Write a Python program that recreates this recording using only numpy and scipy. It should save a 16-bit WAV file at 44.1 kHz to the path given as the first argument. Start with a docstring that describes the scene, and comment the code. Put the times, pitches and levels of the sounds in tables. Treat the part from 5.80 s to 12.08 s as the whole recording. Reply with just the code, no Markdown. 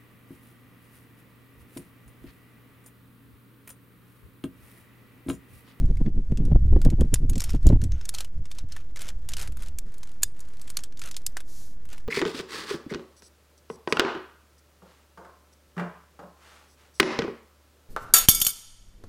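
"""Carabiners knock as a climber moves up a rock face along a steel cable, heard from a body-worn camera.
Each impact is a broadband crack followed by the free vibration of quickly damped metal modes.
Small gear and boots tick on the rock; friction makes soles scrape on grit and a sleeve swish.
Turbulent wind buffets the microphone for the first two seconds, then drops to a low rumble.
One low bump on the camera comes with the loudest knock."""
import sys
import numpy as np
from scipy import signal
from scipy.fft import rfft, irfft, next_fast_len
from scipy.io import wavfile
from scipy.ndimage import uniform_filter1d

SR = 44100
rng = np.random.default_rng(int(sys.argv[2]) if len(sys.argv) > 2 else 0)


def inscribe(sig):
    """Save sig as 16-bit PCM at rate SR to the path in sys.argv[1].

    A 1-D sig is mono; a 2-D sig holds one channel per row.
    Samples are clipped to [-1, 1] before scaling.
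    """
    pcm = np.round(np.clip(np.atleast_2d(sig).T, -1, 1) * 32767)
    wavfile.write(sys.argv[1], SR, pcm.astype(np.int16))


N = 276948
TIME = np.arange(N) / SR
ANTIPHASE = np.array([[1], [-1]])  # adds to the left channel, subtracts from the right


def undb(db):
    """Amplitude ratio of a level in decibels."""
    return 10 ** (np.asarray(db) / 20)


def unit(x):
    """Normalisation to an rms of 1."""
    return x / np.sqrt(np.mean(x ** 2) + 1e-18)


def curve(points):
    """Gain envelope interpolated in decibels between (time_s, level_db) points."""
    times, levels = np.transpose(points)
    return undb(np.interp(TIME, times, levels))


def add(track, start_s, sound):
    """Superposition of a sound onto a track."""
    i = max(int(start_s * SR), 0)
    track[i:i + len(sound)] += sound[:max(N - i, 0)]


def colour(x, spectrum, low_db=0, top_db=0, peak_hz=0, peak_db=0):
    """Minimum-phase filter of unit power gain: a spectrum, two shelves and one resonance."""
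    low_hz, top_hz, half_width_hz = 1630, 10600, 200
    size = 2 * next_fast_len(len(x) // 2 + 1024, True)
    freq = np.fft.rfftfreq(size, 1 / SR)
    octave = np.log2(np.maximum(freq, 1))
    hz, db = np.transpose(spectrum)
    db = np.interp(octave, np.log2(hz), db)
    db += low_db * np.clip(1 + (np.log2(low_hz) - octave) / 1.5, 0, 1)
    db += top_db * np.clip(1 + (octave - np.log2(top_hz)) / 0.79, 0, 1)
    db += peak_db / (1 + ((freq - peak_hz) / half_width_hz) ** 2)
    cepstrum = irfft(np.log(unit(undb(db))))
    cepstrum[1:size // 2] *= 2  # folding the cepstrum makes the filter causal
    cepstrum[size // 2 + 1:] = 0
    return irfft(rfft(x, size) * np.exp(rfft(cepstrum)))[:len(x)]


def noise(spectrum):
    """Spectrally shaped Gaussian noise of rms 1."""
    return unit(colour(rng.standard_normal(N), spectrum))


def wander(rate_hz):
    """Random modulation: straight ramps between Gaussian values."""
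    hold = int(SR / rate_hz)
    steps = np.repeat(rng.standard_normal(N // hold + 1), hold)
    return 1.6 * uniform_filter1d(steps, hold)[:N]


def steady(x, span_s):
    """Division by the running rms, which flattens the envelope of a noise."""
    power = x ** 2
    for _ in range(2):
        power = uniform_filter1d(power, max(int(span_s * SR), 2))
    return x / np.sqrt(np.abs(power) + 1e-9)


def fade(t, t60_s):
    """Exponential decay, 60 dB down at t60_s."""
    return np.exp(-np.log(1000) * t / t60_s)


def stroke(start_s, end_s, attack_s, t60_s):
    """Envelope of one movement: linear rise, hold, exponential decay."""
    return np.clip((TIME - start_s) / attack_s, 0, 1) * fade(np.maximum(TIME - end_s, 0), t60_s)


def swell(centre_s, length_s):
    """Gaussian envelope: a bell-shaped rise and fall."""
    return np.exp(-2 * np.minimum(((TIME - centre_s) / length_s) ** 2, 20))


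# Spectrum of the open air: frequency_hz, density_db
AIR_SPECTRUM = [(60, 12), (150, -3), (300, -1.5), (500, -7), (900, -16.5), (1400, -25), (1850, -31.5),
                (2500, -27.5), (3600, -35), (6000, -41), (12000, -41), (15000, -56)]

def air(level_db, side_db):
    """Ambient noise of the mountainside, partly correlated between the two channels."""
    mid = noise(AIR_SPECTRUM) * undb(0.6 * wander(1.7))
    side = undb(side_db) * noise(AIR_SPECTRUM)
    return undb(level_db) * (mid + side * ANTIPHASE)


# Strength of the breeze between gusts: time_s, level_db
BREEZE_LEVELS = [(0, -14.5), (.45, -35), (.8, -21), (1.25, -24), (1.7, -27.5), (2.05, -27), (2.3, -40.5),
                 (3.27, -41), (3.55, -36), (4.0, -35.5), (4.15, -48.5), (5.0, -48), (6.28, -46.5)]
# Wind gusts, plus one low bump on the camera at the loudest knock (4.447 s):
# centre_s, length_s, push_db, buffet_db
GUSTS_AND_BUMP = [(0.023, 0.036, -44, -26), (0.106, 0.02, -38, -25), (0.214, 0.014, -22, -23),
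                  (0.275, .03, -29.5, -20.5), (0.38, 0.034, -18.5, -24), (0.522, 0.026, -20.5, -22),
                  (0.602, 0.033, -27.5, -24), (.665, 0.056, -23.5, -26), (.72, 0.016, -23, -17),
                  (.758, 0.013, -16, -18), (.86, 0.033, -18.5, -30), (0.932, 0.018, -14, -16.5),
                  (0.966, 0.014, -17, -15.5), (.995, 0.032, -35, -27.5), (1.063, 0.018, -12.5, -12.5),
                  (1.086, 0.013, -29, -24), (1.129, 0.022, -33, -21), (1.197, 0.02, -25, -20),
                  (1.218, .012, -18, -20), (1.255, 0.024, -37, -28), (1.337, 0.017, -23, -20.5),
                  (1.432, 0.038, -22.5, -26), (1.514, 0.027, -19.5, -29.5), (1.566, 0.024, -41, -20.5),
                  (1.748, 0.016, -19, -18.5), (1.868, 0.017, -10, -13.5), (1.904, 0.017, -20, -11),
                  (1.929, 0.014, -20, -15.5), (1.961, 0.014, -18, -26), (2.037, 0.045, -28, -28.5),
                  (2.133, 0.032, -24, -38.5), (2.587, .035, -26, -40), (2.839, 0.015, -30.5, -43),
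                  (3.362, 0.031, -36, -69), (3.548, 0.045, -34.5, -60.5), (3.694, 0.017, -44, -46),
                  (3.804, 0.027, -38, -56), (4.064, 0.032, -41, -45.5), (4.447, 0.019, -35, -54)]

def pressure_envelopes():
    """Three time scales: each gust, and the bump, adds a slow push, a shorter flutter and a thump."""
    rumble = curve(BREEZE_LEVELS)
    flutter = np.hypot(undb(-22) * rumble, undb(-56))  # some flutter persists in a lull
    thump = np.zeros(N)
    linger_s, sharp_s = 0.018, 0.018
    for centre_s, length_s, push_db, buffet_db in GUSTS_AND_BUMP:
        rumble += undb(push_db) * swell(centre_s, length_s + linger_s)
        flutter += undb(buffet_db) * swell(centre_s, length_s)
        sharpness = (sharp_s / length_s) ** 2.5  # the eddy in a shorter gust thumps harder
        thump += undb(buffet_db) * sharpness * swell(centre_s, 0.52 * length_s)
    return rumble, flutter, thump


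def vortices(rate_hz, spread_db):
    """Vortex shedding at the edge of the housing: an uneven train of pressure pulses of either sign."""
    gap, size, sign = rng.standard_normal((N // 20, 3)).T
    onsets = np.cumsum(np.exp(0.4 * gap) * SR / rate_hz).astype(int)
    heights = np.sign(sign) * undb(spread_db * size)
    pulses = np.zeros(N)
    pulses[onsets[onsets < N]] = heights[onsets < N]
    return unit(pulses)


# Spectra of the three kinds of pressure fluctuation: frequency_hz, density_db
RUMBLE_SPECTRUM = [(8, -16.5), (20, 10), (32, -5.5), (60, -5), (110, -17.5), (180, -31.5), (400, -53),
                   (1000, -96.5)]
FLUTTER_SPECTRUM = [(50, -26.5), (120, 4), (200, -2), (300, -8.5), (450, -20), (700, -34), (1200, -48.5),
                    (3000, -53), (8000, -85.5)]
THUMP_SPECTRUM = [(30, 0), (70, 6.5), (130, 0), (230, -4), (420, -9), (650, -18.5), (1000, -32.5),
                  (1600, -44), (3000, -55.5), (8000, -65.5)]

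def wind_and_bump(rumble, flutter, thump):
    """Pressure fluctuations at the microphone port: slow swings, buffeting and single thumps."""
    swings = rumble * steady(noise(RUMBLE_SPECTRUM), span_s=0.071)
    buffeting = colour(flutter * vortices(rate_hz=400, spread_db=4.5), FLUTTER_SPECTRUM)
    thumps = colour(thump * vortices(rate_hz=650, spread_db=0.5), THUMP_SPECTRUM)
    return swings + undb(-3.5) * buffeting + undb(-4) * thumps


def friction(rate_hz, spread_db, t60_s):
    """Stick-slip friction: random slips of uneven size, each a decaying burst of noise."""
    slips = rng.random(N) < rate_hz / SR
    sizes = undb(spread_db * np.minimum(rng.exponential(size=N), 3))
    power = signal.lfilter([1], [1, -fade(2 / SR, t60_s)], slips * sizes ** 2)
    return unit(np.sqrt(power) * rng.standard_normal(N))


# Reaches and steps: start_s, end_s, relative_level_db
BODY_MOVES = [(0, 0.247, -72), (0.554, 1.101, -81), (1.2, 1.444, -74), (1.62, 1.684, -62),
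              (1.81, 1.918, -65), (2.218, 2.414, -69.5), (2.66, 2.78, -76), (3.57, 3.649, -54),
              (3.783, 3.87, -62), (4.03, 4.36, -72.5), (4.527, 5.052, -69), (5.158, 5.574, -73),
              (6.107, 6.203, -65.5)]
# Spectrum of rubbing cloth: frequency_hz, density_db
RUSTLE_SPECTRUM = [(500, 2.5), (1800, 6.5), (2600, -2), (4000, -2.5), (7000, -3), (10000, -9.5),
                   (13000, -12), (16000, -21)]

def rustle(rest_db):
    """Friction between the fibres of harness and jacket, rising with each move."""
    fibres = friction(rate_hz=700, spread_db=2.5, t60_s=0.035)
    effort = sum(undb(db) * stroke(start, end, attack_s=0.033, t60_s=0.13)
                 for start, end, db in BODY_MOVES)
    return np.hypot(effort, undb(rest_db)) * unit(colour(fibres, RUSTLE_SPECTRUM))


# Envelope of the sleeve's swish: time_s, level_db
SLEEVE_LEVELS = [(5.63, -82.5), (5.69, -56), (5.78, -53), (5.84, -54.5), (5.91, -63), (5.97, -74)]
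# Spectrum of sliding nylon: frequency_hz, density_db
SLEEVE_SPECTRUM = [(1000, -10), (2500, -14.5), (4000, -5.5), (6300, 1), (8500, -5), (11000, -5),
                   (14500, -9), (16000, -21)]

def sleeve():
    """Sliding friction of nylon: one smooth swell of high-frequency noise."""
    sliding = (TIME > SLEEVE_LEVELS[0][0]) & (TIME < SLEEVE_LEVELS[-1][0])
    return sliding * curve(SLEEVE_LEVELS) * noise(SLEEVE_SPECTRUM) * undb(0.44 * wander(49))


# Drags of a sole over grit: start_s, end_s, relative_drag_db, loudest_stone_db
SOLE_DRAGS = [(1.58, 1.766, -65, -48.5), (2.095, 2.27, -70, -70), (2.333, 2.43, -62, -50),
              (2.737, 2.812, -68.5, -58), (2.881, 3.015, -68, -59), (3.17, 3.307, -59, -42.5),
              (3.478, 3.544, -61.5, -45), (3.557, 3.639, -54.5, -36), (3.783, 3.892, -72, -47.5),
              (4.862, 4.897, -75, -45.5), (5.215, 5.288, -57.5, -41.5), (5.565, 5.61, -65, -63),
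              (6.087, 6.148, -61, -46)]
# Spectrum of scraped grit: frequency_hz, density_db
SCRAPE_SPECTRUM = [(200, -5), (650, 5.5), (1000, -4), (1350, 9.5), (1900, 2.5), (3000, 3.5), (4600, -3.5),
                   (6300, -1.5), (9000, -18.5), (12000, -11), (15000, -23)]

def scrapes():
    """Stick-slip of a sole on grit, dying away as the boot comes to rest."""
    drag = sum(undb(db) * stroke(start, end, attack_s=0.035, t60_s=0.049)
               for start, end, db, _ in SOLE_DRAGS)
    slips = friction(rate_hz=450, spread_db=3, t60_s=0.014)
    return drag * steady(colour(slips, SCRAPE_SPECTRUM), span_s=0.0051)


def unit_onset(x):
    """Normalisation of a transient to an rms of 1 over its first 6 ms or so."""
    return x / np.sqrt(np.mean(x[:256] ** 2))


# Spectrum of a hard contact: frequency_hz, density_db
CRACK_SPECTRUM = [(200, -20), (600, -10), (1100, -7.5), (1700, -8), (2300, -4.5), (4200, -2.5), (5600, -2),
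                  (7300, 0), (10000, -1.5), (12500, -7.5), (14500, -9), (16000, -22.5)]

def crack(low_db, top_db, peak_hz, peak_db=8.5, *, rise_s, t60_s, tail_db, tail_t60_s):
    """Impact transient: dense, heavily damped vibration, then scattering from the rock nearby."""
    t = np.arange(SR // 6) / SR
    attack = 1 - np.exp(-t / rise_s)
    decay = fade(t, t60_s) + undb(tail_db) * fade(t, tail_t60_s)
    burst = attack * decay * steady(rng.standard_normal(len(t)), span_s=0.00077)
    return unit_onset(colour(burst, CRACK_SPECTRUM, low_db, top_db, peak_hz, peak_db))


def patter(spans, rate_hz, range_db, middle_hz):
    """Random small impacts in each (start_s, end_s, loudest_db), resonating over two octaves."""
    out = np.zeros(N)
    jitter, size, pitch = rng.random((3, 1000))
    times = (np.arange(len(jitter)) + jitter) / rate_hz
    for start_s, end_s, loudest_db in spans:
        for k in np.flatnonzero((times > start_s) & (times < end_s)):
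            snap = crack(low_db=3, top_db=-3, peak_hz=middle_hz * 2 ** (2 * pitch[k] - 1),
                         rise_s=0.00035, t60_s=0.02, tail_db=-22.5, tail_t60_s=0.095)
            add(out, times[k], undb(loudest_db - range_db * (1 - size[k])) * snap)
    return out


def buckles():
    """Light impacts of loose buckles while the body moves."""
    return patter(BODY_MOVES, rate_hz=24, range_db=16, middle_hz=4690)


def stones():
    """Impulsive snaps of stones breaking loose under a dragging sole."""
    spans = [(start, end, db) for start, end, _, db in SOLE_DRAGS]
    return patter(spans, rate_hz=72, range_db=10, middle_hz=2580)


# Taps on the rock: start_s, relative_level_db, low_shelf_db, top_shelf_db, resonance_hz
ROCK_TAPS = [(0.1704, -51, 5, -6, 2150), (0.2612, -48, 15, -22, 1930), (0.5173, -54, 13, -4, 2200),
             (0.5727, -43.5, 0, -9, 2600), (0.6514, -49.5, 5, 0, 5770), (1.0154, -40.5, 10, -2.5, 5020),
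             (1.0487, -38.5, 5, -1, 1590), (1.1014, -41.5, 2, -4.5, 2180), (1.208, -38, 9, -1, 3270),
             (1.3563, -40.5, 7, -14, 5300), (1.496, -33.5, 3.5, 8, 6570), (1.532, -45.5, 6, -9, 2710),
             (1.5553, -38, -1, -9, 7460), (1.5794, -37, -3, -2, 1660), (1.598, -40, -2, -13, 5440),
             (1.6176, -34, 4, -4, 5640), (1.6393, -31, 1.5, 3.5, 4400), (1.6927, -39.5, 4, -8, 5270),
             (1.7037, -40, 1, -1, 5170), (1.8675, -31.5, -5.5, 1, 7060), (1.888, -41, 0, -7, 3960),
             (2.016, -42.5, 2, -6, 1640), (2.038, -37.5, -1, -2.5, 7850), (2.211, -46, 9.5, -11, 5250),
             (2.3396, -39, 9.5, 0, 4200), (2.3467, -32, -4, -6.5, 4240), (2.3844, -33.5, -1, -5, 2890),
             (2.4053, -32, 1.5, -4, 4050), (2.4454, -43.5, 3, -4, 2930), (2.6548, -48.5, 5, -12, 8100),
             (2.714, -40.5, 2, -6, 3640), (2.785, -39.5, -1, -10, 3800), (2.921, -40, -2, -9, 4330),
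             (2.9639, -40, 12.5, -4, 1700), (3.1595, -41, 6, -6, 2130), (3.1702, -41.5, 4, -16, 1700),
             (3.2174, -36.5, 0, 1, 2220), (3.2874, -37, 0, -7, 3060), (3.4881, -34.5, 0, -0.5, 6850),
             (3.535, -33, 0, -7.5, 3065), (3.568, -37.5, -8, -4, 9900), (3.6223, -38.5, -3, 9, 1500),
             (3.6743, -41.5, 3, -4, 1470), (3.721, -51, 6, 4, 1410), (3.77, -45.5, 7, 5, 1360),
             (3.822, -44, 8, 3, 1460), (4.1407, -52.5, 5, 0, 6430), (4.1813, -51.5, -18, 5, 7130),
             (4.2313, -43, 5.5, -3.5, 6440), (4.272, -52.5, 6, -2, 1470), (4.422, -42, 7, 9.5, 6700),
             (4.3156, -55, 4, -3, 1410), (4.604, -45.5, -21, -1, 6840), (4.815, -44, -6, 2.5, 7950),
             (4.9012, -37.5, 2.5, 2, 8750), (4.989, -40.5, 4, -9, 6500), (5.0361, -36.5, -5, -3.5, 8050),
             (5.123, -53.5, 3, -11, 1720), (5.172, -48, -3, -7, 3480), (5.193, -42.5, 0, -3, 7160),
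             (5.2168, -37, 8.5, -2, 4430), (5.2583, -41, -1, -1, 1384), (5.3119, -38, 0, -2, 5140),
             (5.343, -45, 2, -18, 3060), (5.3656, -32.5, -0.5, -3, 4170), (5.5686, -31, 10.5, -2, 1580),
             (5.604, -43.5, 11, 2, 3640), (6.053, -53.5, 14, 5, 3860), (6.1291, -45.5, 20, 12, 3600),
             (6.179, -48, 11, 0, 2970)]

def ticks():
    """Damped impacts of gear and boots on rock, each with one contact resonance."""
    out = np.zeros(N)
    for start_s, level_db, *tone in ROCK_TAPS:
        tap = crack(*tone, rise_s=0.0005, t60_s=0.023, tail_db=-19.5, tail_t60_s=0.098)
        add(out, start_s, undb(level_db) * tap)
    return out


# Metal parts that ring on after a knock: start_s, pitch_hz, level_db, t60_s
AFTER_RINGS = [(1.342, 5285, -74, 0.58), (1.342, 10640, -64, 0.21), (1.642, 5420, -52, 0.38),
               (2.119, 6300, -53, .15), (4.432, 8680, -54, 0.33), (5.037, 3450, -45, 0.066),
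               (5.464, 14000, -63, 0.26), (5.466, 11660, -65, .25)]

def pings():
    """Free vibration of loose metal, modulated in level and phase as the parts swing and touch."""
    out, t = np.zeros(N), np.arange(SR) / SR
    for start_s, pitch_hz, level_db, t60_s in AFTER_RINGS:
        flicker_db = 3 * wander(160)[:SR]
        drift_rad = 2 * wander(260)[:SR]
        tone = np.sin(2 * np.pi * pitch_hz * t + drift_rad)
        add(out, start_s, undb(level_db + flicker_db) * fade(t, t60_s) * tone)
    return out


# Normal modes of a carabiner: frequency_hz, relative_level_db, t60_s
CARABINER_MODES = [(690, -15, 0.0053), (1668, -3.5, 0.019), (2880, -35.5, .07), (3590, -18.5, 0.061),
                   (4280, -33, .03), (4950, -29, 0.13), (7020, 6.5, 0.018), (7290, 15.5, 0.0065),
                   (8700, -20, .04), (9600, -4.5, 0.013), (11900, -16, .035), (10800, -9, 0.014),
                   (13100, -8, 0.018)]

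def carabiner_ring(t, top_db):
    """Modal vibration: a sum of decaying sinusoids, damped fast by hand and sling."""
    ring = np.zeros(len(t))
    for hz, mode_db, t60_s in CARABINER_MODES:
        detune, phase = rng.standard_normal(2)
        hardness_db = top_db * np.clip(np.log2(hz / 7000), -0.5, 1)  # hard contact favours high modes
        mode = np.sin(2 * np.pi * (hz * (1 + 0.0034 * detune) * t + phase))
        ring += undb(mode_db + hardness_db) * fade(t, t60_s) * mode
    attack = 1 - np.exp(-t / 0.0013)
    return unit_onset(ring * attack)


# Carabiner knocks: start_s, relative_level_db, low_shelf_db, top_shelf_db,
# resonance_hz, resonance_db, ring_to_crack_db
CARABINER_KNOCKS = [(1.3408, -15.3, -4, 2, 10580, 14, -3), (1.604, -26.5, -5, -2, 5500, 5, -11),
                    (2.1189, -42, -1, -17, 6300, 10, -17), (2.2538, -36.5, -11, -7, 8830, 9, -10),
                    (2.2908, -25.5, -8, -2, 10150, 10, -10), (3.9859, -30.5, -7, 3, 6900, 6, -9),
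                    (4.4319, -12.8, -5, 2, 6850, 11, -3), (4.9693, -21.5, -4, -1, 4330, 4, -12),
                    (5.4643, -22, -11, 1, 4950, 11, -13)]

def carabiners():
    """Impact excitation: each knock divides its energy between a crack and the ringing modes."""
    out = np.zeros(N)
    for start_s, level_db, low_db, top_db, peak_hz, peak_db, ring_db in CARABINER_KNOCKS:
        hit = crack(low_db, top_db, peak_hz, peak_db,
                    rise_s=0.00044, t60_s=0.019, tail_db=-35, tail_t60_s=0.15)
        ring = carabiner_ring(TIME[:len(hit)], top_db)
        knock = (hit + undb(ring_db) * ring) / np.hypot(1, undb(ring_db))
        add(out, start_s, undb(level_db) * knock)
        # a faint copy of the hit leads each knock by 3.4 ms
        lead_db = level_db - 21 + min(ring_db, 0)
        add(out, start_s - 0.0034, undb(lead_db) * hit)
    return out


def scene():
    """Superposition: the climber sits in the centre; the wind differs slightly between the two ports."""
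    metal = undb(-2.56) * carabiners() + pings()
    contacts = undb(-0.52) * ticks() + stones() + undb(16.5) * buckles()
    rubbing = undb(9) * scrapes() + undb(5.5) * rustle(rest_db=-73.5) + sleeve()
    envelopes = pressure_envelopes()
    pressure = wind_and_bump(*envelopes) + undb(-29) * wind_and_bump(*envelopes) * ANTIPHASE
    return metal + contacts + rubbing + pressure + air(level_db=-54, side_db=-7.5)


def record(dry):
    """Band limiting: the camera cuts the top and adds a small constant offset."""
    cutoff_hz, dc_offset = 15300, 0.052
    lowpass = signal.ellip(8, 0.2, 70, cutoff_hz, fs=SR, output="sos")
    return signal.sosfilt(lowpass, dry) + dc_offset


dry = scene()
out = record(dry)
inscribe(out)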